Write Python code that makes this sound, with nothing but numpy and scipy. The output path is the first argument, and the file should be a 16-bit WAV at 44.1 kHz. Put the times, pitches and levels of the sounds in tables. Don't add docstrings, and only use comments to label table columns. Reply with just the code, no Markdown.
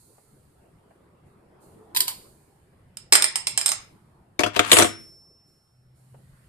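import sys
import numpy as np
from scipy import signal
from scipy.fft import rfft, irfft, next_fast_len
from scipy.io import wavfile
from scipy.ndimage import uniform_filter1d

SR = 44100
rng = np.random.default_rng(int(sys.argv[2]) if len(sys.argv) > 2 else 0)


def persist_wave(psi):
    counts = np.round(np.clip(psi, -1, 1) * 32767).astype(np.int16)
    wavfile.write(sys.argv[1], SR, np.atleast_2d(counts).T)


N = 285953

# (per Hz, relative)
KNOCK_COLOUR = [(35, -45.5), (60, -22), (236, -15.5), (319, -24.5), (787, -14.5), (905, -7.5), (993, -8),
                (1110, -4), (1900, -6), (3170, -3), (5520, -10), (7130, -10), (12700, -19.5),
                (15300, -35.5)]
# hz, level_db (relative), t60_s (when fully free)
OPENER_MODES = [(6627, -14, .26), (7063, -4, .2), (7316, -8, .22), (7871, -5, .24), (8318, -6, .28),
                (9143, -3, .2), (9224, -6, .3), (9975, -9, .2), (10225, -3, .23), (10935, -8, .28),
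                (11740, -12, .18), (12575, -11, .2), (12970, -16, .22), (14050, -19, .22)]
HELD_FREEDOM, LOOSE_FREEDOM, LET_GO_S = .22, 0.66, 4.7


def amp(db):
    return 10 ** (np.asarray(db) / 20)


def evened(x):
    return x / np.sqrt(np.mean(x ** 2) + 1e-20)


def read(points, hz):
    table_hz, value = np.transpose(points)
    return np.interp(np.log(hz + 1), np.log(table_hz + 1), value)


def curve(rows, column=1):
    columns = np.transpose(rows)
    return np.interp(np.arange(N) / SR, columns[0], columns[column])


def add(mix, start_s, sound):
    part = mix[:, round(start_s * SR):][:, :sound.shape[1]]
    part += sound[:, :part.shape[1]]


def coloured(x, table, tilt_db=0):
    size = next_fast_len(x.shape[-1])
    hz = np.fft.rfftfreq(size, 1 / SR)
    octaves = np.log2(np.maximum(hz, 200) / 2000)
    gain = evened(amp(read(table, hz) - tilt_db * octaves))
    return irfft(rfft(x, size) * gain, size)[..., :x.shape[-1]]


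def noise_pair(size, same):
    first, other = rng.standard_normal((2, size))
    same = np.clip(same, 0, 1)
    return np.array([first, same * first + np.sqrt(1 - same ** 2) * other])


def ring(modes, t, uneven_db, freedom=1, tilt_db=0):
    hz, db, t60 = np.transpose(modes)[:, :, None]
    db = db - tilt_db * np.log2(hz / 600)
    share, phase, apart = rng.standard_normal((3, len(modes), 1))
    decay_db = -60 * t / (t60 * np.clip(freedom, .1, 1.2))
    envelope = amp(db + uneven_db * share + decay_db) * np.minimum(t / 0.0033, 1)
    angle = 2 * np.pi * hz * t + 3 * phase
    return np.array([(envelope * np.sin(angle + side * apart)).sum(0) for side in (0, 1.2)])


def blows(rows, contact, freedom, colour, modes, surface, same, tick, snap, patchy_db):
    out, t = np.zeros((2, N)), np.arange(16384) / SR
    hz = np.fft.rfftfreq(len(t), 1 / SR)
    lead = 1024
    base_t60, base_rise, base_surface_db, soften = contact
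    for start_s, db, ring_db, dull_db in rows:
        softness = amp(-soften * db)
        rise = max(base_rise * softness, 1e-4)
        t60 = base_t60 * softness
        surface_db = base_surface_db - soften * db
        crack = noise_pair(len(t), same) * amp(-60 * t / max(t60, .005)) * np.minimum(t / rise, 1)
        crack *= 1 + snap * amp(-60 * t / 0.0077)
        crack[:, int(rise * SR / 2)] += tick * 0.0012 / (rise + 0.00037)
        spots_db = patchy_db * np.interp(hz, np.linspace(0, SR / 2, 60), rng.standard_normal(60))
        crack = coloured(np.roll(crack, lead, 1), colour, dull_db)
        crack = irfft(rfft(crack) * amp(spots_db))
        crack *= amp(-.25 * np.maximum(lead - np.arange(len(t)), 0))
        add(out, start_s - lead / SR, amp(db - 12.5) * crack[:, :12288])
        body = ring(modes, t[:12288], 3., freedom(start_s))
        add(out, start_s, amp(db - 12 + ring_db) * body)
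        struck_surface = ring(surface, t[:9216], 2.5, tilt_db=2 * dull_db)
        add(out, start_s, amp(db - 12 + surface_db) * struck_surface)
    return out


def ports(x, pair):
    level_table, phase_table = pair
    size = next_fast_len(N)
    hz = np.fft.rfftfreq(size, 1 / SR)
    half = amp(read(level_table, hz) / 2) * np.exp(.5j * read(phase_table, hz))
    return irfft(rfft(x, size) * np.array([half, 1 / half]), size)[:, :N]


def cap_pried():
    # start_s, blow_db (relative), ring_db (re blow), dullness_db (per octave)
    slips = [(1.948, -17, -14, -0.1), (1.963, -9, -16, -0.5), (1.9705, -6.5, -14, -2.5),
             (2.005, -2.5, -9, -3), (2.017, -17, -13.5, -0.7), (2.073, -24, -21.5, -0.2),
             (2.08, -9.5, 0.5, -0.3)]
    # crack t60_s, rise_s, surface_db, softening of weaker blows (ratio)
    contact = (0.0652, .0003, -21, 0.7072)
    # (per Hz, relative)
    colour = [(180, -35.5), (300, -42.5), (754, -15), (997, -6), (1200, -17.5), (3050, -7), (3660, -4),
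              (5000, -7.5), (5800, -17.5), (8330, -2), (12400, -10.5), (14100, -4.5), (15300, -40)]
    # hz, level_db (relative), t60_s (when fully free)
    cap_modes = [(6300, -8, .06), (7900, -3, .04), (8450, -1, .06), (9800, -4, .03), (12000, -4, .03),
                 (13400, -4, .03)]
    # hz, level_db (relative), t60_s
    neck_modes = [(3100, -3, .03), (4100, -2, .03), (4600, 0, .035), (5050, 0, .03)]
    # (hz, left_lead_rad)
    direction = [(60, 13), (180, -12.5), (540, 4.5), (1640, 6.5), (4940, -2.5), (14900, -3)], [(0, -2),
                 (3960, 2), (5770, 10), (12300, 10), (15100, 25)]
    struck = blows(slips, contact, lambda s: .55, colour, cap_modes, neck_modes,
                   same=0.78, tick=7.3, snap=2.5, patchy_db=3.0)
    return ports(struck, direction)


def cap_bouncing():
    # start_s, blow_db (relative), ring_db (re blow), dullness_db (per octave)
    bounces = [(2.971, -23, -16, -1.9), (3.124, 5, -3.5, .6), (3.134, -4, -0.8, .1),
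               (3.144, -10.5, -6.5, -.1), (3.153, 2.5, -9, 1.1), (3.223, -3.5, -10.5, .6),
               (3.242, -4, -7, -.3), (3.357, -8.5, -5.5, -.4), (3.47, -7.5, -4, -0.27),
               (3.576, -4, -5, -.7), (3.613, -14, -6.5, -.2), (3.66, -4, -6, -1.4), (3.681, -12.5, -7, -.6),
               (3.6905, -10, -4.5, -.3), (3.718, -8, -8.5, -.3)]
    # crack t60_s, rise_s, surface_db, softening of weaker blows (ratio)
    contact = (0.0571, .0006, -16, -0.2138)
    # (per Hz, relative)
    colour = [(88, -53.5), (150, -28.5), (403, -14.5), (508, -21), (628, -13), (719, -19), (777, -11.5),
              (3450, -9.5), (4650, -11), (5200, 2), (5820, -18), (8740, -3.5), (10200, -23.5),
              (12900, -15.5), (15300, -56)]
    # hz, level_db (relative), t60_s (when fully free)
    cap_modes = [(4064, -5, .09), (5190, -3, .09), (5264, -3, .09), (6225, -11, .12), (7370, -8, .12),
                 (8250, -8, .08), (8460, -5, .1), (8947, 0, .18), (9030, -8, .1), (10150, -16, .1),
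                 (11650, -18, .1), (12480, -14, .14)]
    # hz, level_db (relative), t60_s
    table_modes = [(635, -3, .09), (820, -2, .07), (910, -1, .08), (1100, -3, .06), (1350, -4, .06),
                   (1700, -1, .05), (2380, -5, .04), (3200, -3, .05), (3690, -2, .05)]
    # (hz, left_lead_rad)
    direction = [(60, 1.5), (110, -5.5), (200, 3.5), (380, 5.5), (700, 7), (1280, 6.5), (2370, 5.5),
                 (4370, 1.5), (8060, -13.5), (14900, 4.5)], [(0, -2), (9040, 5.5), (10200, 10),
                 (12200, 20.5), (15100, 17.5)]
    struck = blows(bounces, contact, lambda s: 0.78, colour, cap_modes, table_modes,
                   same=0.72, tick=4.5, snap=1.7, patchy_db=3.0)
    return ports(struck, direction)


def opener_knocks():
    # start_s, blow_db (relative), ring_db (re blow), dullness_db (per octave)
    knocks = [(4.393, -6.5, -18.5, 2.1), (4.405, -10.5, -11.5, 1.8), (4.435, -8.5, -21.5, 2.2),
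              (4.462, -14.5, -16, 2.4), (4.563, -8.5, -18, 1), (4.593, -1.5, -17, 1.7),
              (4.717, 5.5, -8, .7), (4.73, 1, -0.5, 0.83), (4.768, -4.5, -0.5, 1.5), (4.787, 4, -9, .8),
              (4.799, -2, -13, 1.1), (4.813, -8, -9.5, 1.1), (4.823, -1, -10.5, 1.1),
              (4.844, -10.5, -18.5, 2.3)]
    # crack t60_s, rise_s, surface_db, softening of weaker blows (ratio)
    contact = (0.0468, .0006, -5.5, 0.4267)
    # hz, level_db (relative), t60_s
    desk_modes = [(103, -23, .27), (230, -9, .08), (290, -8, .07), (335, -2, .1), (407, -4, .11),
                  (494, -5, .1), (612, -3, .11), (706, -2, .11), (910, -4, .07), (1110, -3, .07),
                  (1230, -6, .07), (1750, -6, .04), (2900, -6, .03)]
    return blows(knocks, contact, lambda s: HELD_FREEDOM if s < LET_GO_S else LOOSE_FREEDOM,
                 KNOCK_COLOUR, OPENER_MODES, desk_modes, same=0.16, tick=7.8, snap=0.6, patchy_db=4.0)


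def opener_chatter():
    # start_s, end_s, first_db, last_db (relative)
    scrapes = [(4.533, 4.558, -50, -38), (4.598, 4.715, -40, -33.5), (4.722, 4.847, -26, -33)]
    fade_db_per_s, contacts_per_s = 300.5, 3000
    t = np.arange(N) / SR
    levels = []
    for start, end, first_db, last_db in scrapes:
        level_db = np.interp(t, (start, end), (first_db, last_db))
        level_db = level_db - fade_db_per_s * np.maximum(t - end, 0)
        levels.append(amp(level_db) * (t > start))
    strength = amp(3.8 * np.minimum(rng.exponential(1, N), 5))
    touching = rng.random(N) < contacts_per_s / SR
    grit = np.max(levels, axis=0) * strength * touching * rng.choice([-1, 1], N)
    scrape = amp(9.5) * coloured(grit * noise_pair(N, 0.22), KNOCK_COLOUR, 3.4)
    drive = grit * np.where(t < LET_GO_S - .04, HELD_FREEDOM, 1)
    steel = ring(OPENER_MODES, t[:12288], 0.78, LOOSE_FREEDOM)
    ringing = signal.oaconvolve(drive[None], steel, axes=1)[:, :N]
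    return scrape + amp(-25) * ringing


def opener_on_desk():
    # hz, level_db (relative), t60_s
    glass_modes = [(2870, -6, .25), (5389, 0, 1.65), (7060, -4, .3), (9771, -4, .75)]
    # (hz, left_lead_rad)
    direction = [(60, 5), (110, 7), (200, 2.5), (380, 6), (700, 14.5), (1280, 9), (2370, 10.5), (4370, 4.5),
                 (8060, -8), (14900, 6)], [(0, 5.5), (3700, 8.58), (5940, 24.2), (12800, 56), (15100, 46)]
    desk = opener_knocks() + opener_chatter()
    jolt_s, jolt_db = 4.787, -38.5
    t = np.arange(N - round(jolt_s * SR)) / SR
    add(desk, jolt_s, amp(jolt_db) * ring(glass_modes, t, 0))
    return ports(desk, direction)


def cavity_tone(start, peak, end, first_hz, last_hz, glide_s, peak_db, wander_s):
    ends_db, waver = -12.5, 0.41
    t, grain = np.arange(N) / SR, int(wander_s * SR)
    gate = np.clip(np.minimum(t - start, end - t) / 0.011, 0, 1)
    level = amp(peak_db + np.interp(t, (start, peak, end), (ends_db, 0, ends_db)))
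    hz = last_hz + (first_hz - last_hz) * np.exp(-np.maximum(t - start, 0) / glide_s)
    slow_noise = uniform_filter1d(uniform_filter1d(rng.standard_normal(N), grain), grain)
    wander = 1 + waver * evened(slow_noise)
    tone = np.sqrt(2) * np.sin(2 * np.pi * np.cumsum(hz) / SR)
    return gate * wander * level * tone


def bottle_air():
    # start_s, peak_s, end_s, first_hz, last_hz, glide_s, peak_db, wander_s
    tones = [(1.695, 1.836, 1.9, 380, 500, 0.208, -53.5, 0.014),
             (1.948, 1.93, 2.14, 855, 1000, 0.018, -46, 0.013),
             (5.706, 6.117, 6.6, 122.2, 132, 0.299, -55, 0.036)]
    return sum(cavity_tone(*row) for row in tones)


def finger_taps():
    # start_s, level_db (relative)
    touches = [(.18, -52), (.905, -49.5), (2.729, -56), (6.142, -48.5)]
    # (per Hz, relative)
    colour = [(180, -52), (300, -36), (401, 2), (642, 4.5), (1080, -5), (1680, -12), (3000, -21),
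              (3900, -52), (6600, -120)]
    out, t = np.zeros((2, N)), np.arange(8192) / SR
    t60_s, rise_s = 0.075, 0.0048
    for start_s, db in touches:
        burst = noise_pair(8192, 0.26) * amp(-60 * t / t60_s) * np.minimum(t / rise_s, 1)
        add(out, start_s, amp(db) * coloured(burst, colour))
    return out


def gas_hiss():
    # (per Hz, relative)
    colour = [(3240, -30), (4300, -10), (5500, -20.5), (6810, -12.5), (9220, -5.5), (12800, -14.5),
              (14600, -13), (15000, -46)]
    # peak_s, peak_db (before the port balance), fade_db_per_s
    puff_rows = [ (0.0, -60, 29), (.91, -83, 120), (1.272, -79, 96), (1.628, -63.5, 60), (2.09, -54.5, 45),
                 (3.8, -67, 57), (5.0, -62, 56), (5.48, -75.5, 48), (5.97, -72.5, 1.8)]
    t = np.arange(N) / SR
    rise_s, steady_db = 0.027, -83
    level = amp(steady_db)
    for peak_s, db, fade in puff_rows:
        onset = np.clip(1 + (t - peak_s) / rise_s, 0, 1)
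        level = level + amp(db - fade * np.maximum(t - peak_s, 0)) * onset
    hiss = coloured(noise_pair(N, 0.063), [(3000, -57.5)] + colour)
    return level * hiss * amp([[-3], [3]])


def room(x):
    # hz, t60_s
    decay = [(100, 0.83), (500, 0.26), (2000, 0.4), (6000, 0.29), (14000, 0.12)]
    echoes = np.zeros((2, SR // 2))
    at = np.arange(200, SR // 2 - 20, 20)
    at = at + rng.integers(0, 20, (2, len(at)))
    np.put_along_axis(echoes, at, rng.choice([-1., 1.], at.shape), 1)
    hz, t, bands = signal.stft(echoes, SR, nperseg=256)
    bands = bands * amp(-60 * t / read(decay, hz)[:, None])
    tail = signal.istft(bands, SR, nperseg=256)[1]
    return signal.fftconvolve(x, tail / np.linalg.norm(tail[0]), axes=1)[:, :N]


def rumble():
    # (per Hz, relative)
    colour = [(15, -45), (32, -14.5), (119, 1), (288, -12.5), (347, -7), (442, -11), (913, -18),
              (1100, -19.5), (2300, -29), (4580, -39.5), (5520, -41), (5990, -50.5), (9200, -39.5),
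              (15300, -53.5)]
    # time_s, level_db (before the lift), low_mid_lift_db
    course = [ (0.0, -61, -1), (.7, -58.5, 1), (1.3, -58, 2), (1.95, -55.5, 9), (2.45, -58, -2),
              (3.9, -55, -3), (4.3, -60.5, 1.5), (5.1, -64, 3.5), (5.8, -64.5, -5), (6.2, -55.5, -7),
              (6.48, -53, -10)]
    # hz, coherence (0-1)
    likeness = [(60, 1), (180, 0.94), (540, 0.36), (1640, 0.033), (4940, 0.088), (14900, 0.03)]
    frames, hz = N // 256 + 5, np.fft.rfftfreq(1024, 1 / SR)
    a, b, c, d, patches = rng.standard_normal((frames, 513, 5)).T
    patches = uniform_filter1d(patches, 6, 0)
    patches = evened(uniform_filter1d(patches, 12, 1))
    same = np.clip(read(likeness, hz), -1, 1)[:, None]
    left = a + 1j * b
    bands = np.array([left, same * left + np.sqrt(1 - same ** 2) * (c + 1j * d)])
    bands *= amp(read(colour, hz)[:, None] + 2.6 * patches)
    whole = evened(signal.istft(bands, nperseg=1024, noverlap=768)[1][:, :N])
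    low_mid_band = signal.butter(2, (220, 1300), "band", fs=SR, output="sos")
    low_mids = signal.sosfiltfilt(low_mid_band, whole)
    lift = amp(curve(course, column=2)) - 1
    return amp(curve(course)) * (whole + lift * low_mids)


def scene():
    pry, cap, desk = cap_pried(), cap_bouncing(), opener_on_desk()
    wet = room(amp(-16) * pry + amp(-8.0) * cap + amp(-16) * desk)
    return pry + cap + desk + wet + bottle_air() + finger_taps() + rumble() + gas_hiss()


def record(dry):
    top_hz, edge_hz = 14300, 15480
    heard = signal.sosfilt(signal.butter(8, top_hz, fs=SR, output="sos"), dry)
    low_pass = signal.firwin(511, edge_hz, window=("kaiser", 9), fs=SR)
    return signal.oaconvolve(np.clip(heard, -1, 1), low_pass[None], "same")


dry = scene()
out = record(dry)
persist_wave(out)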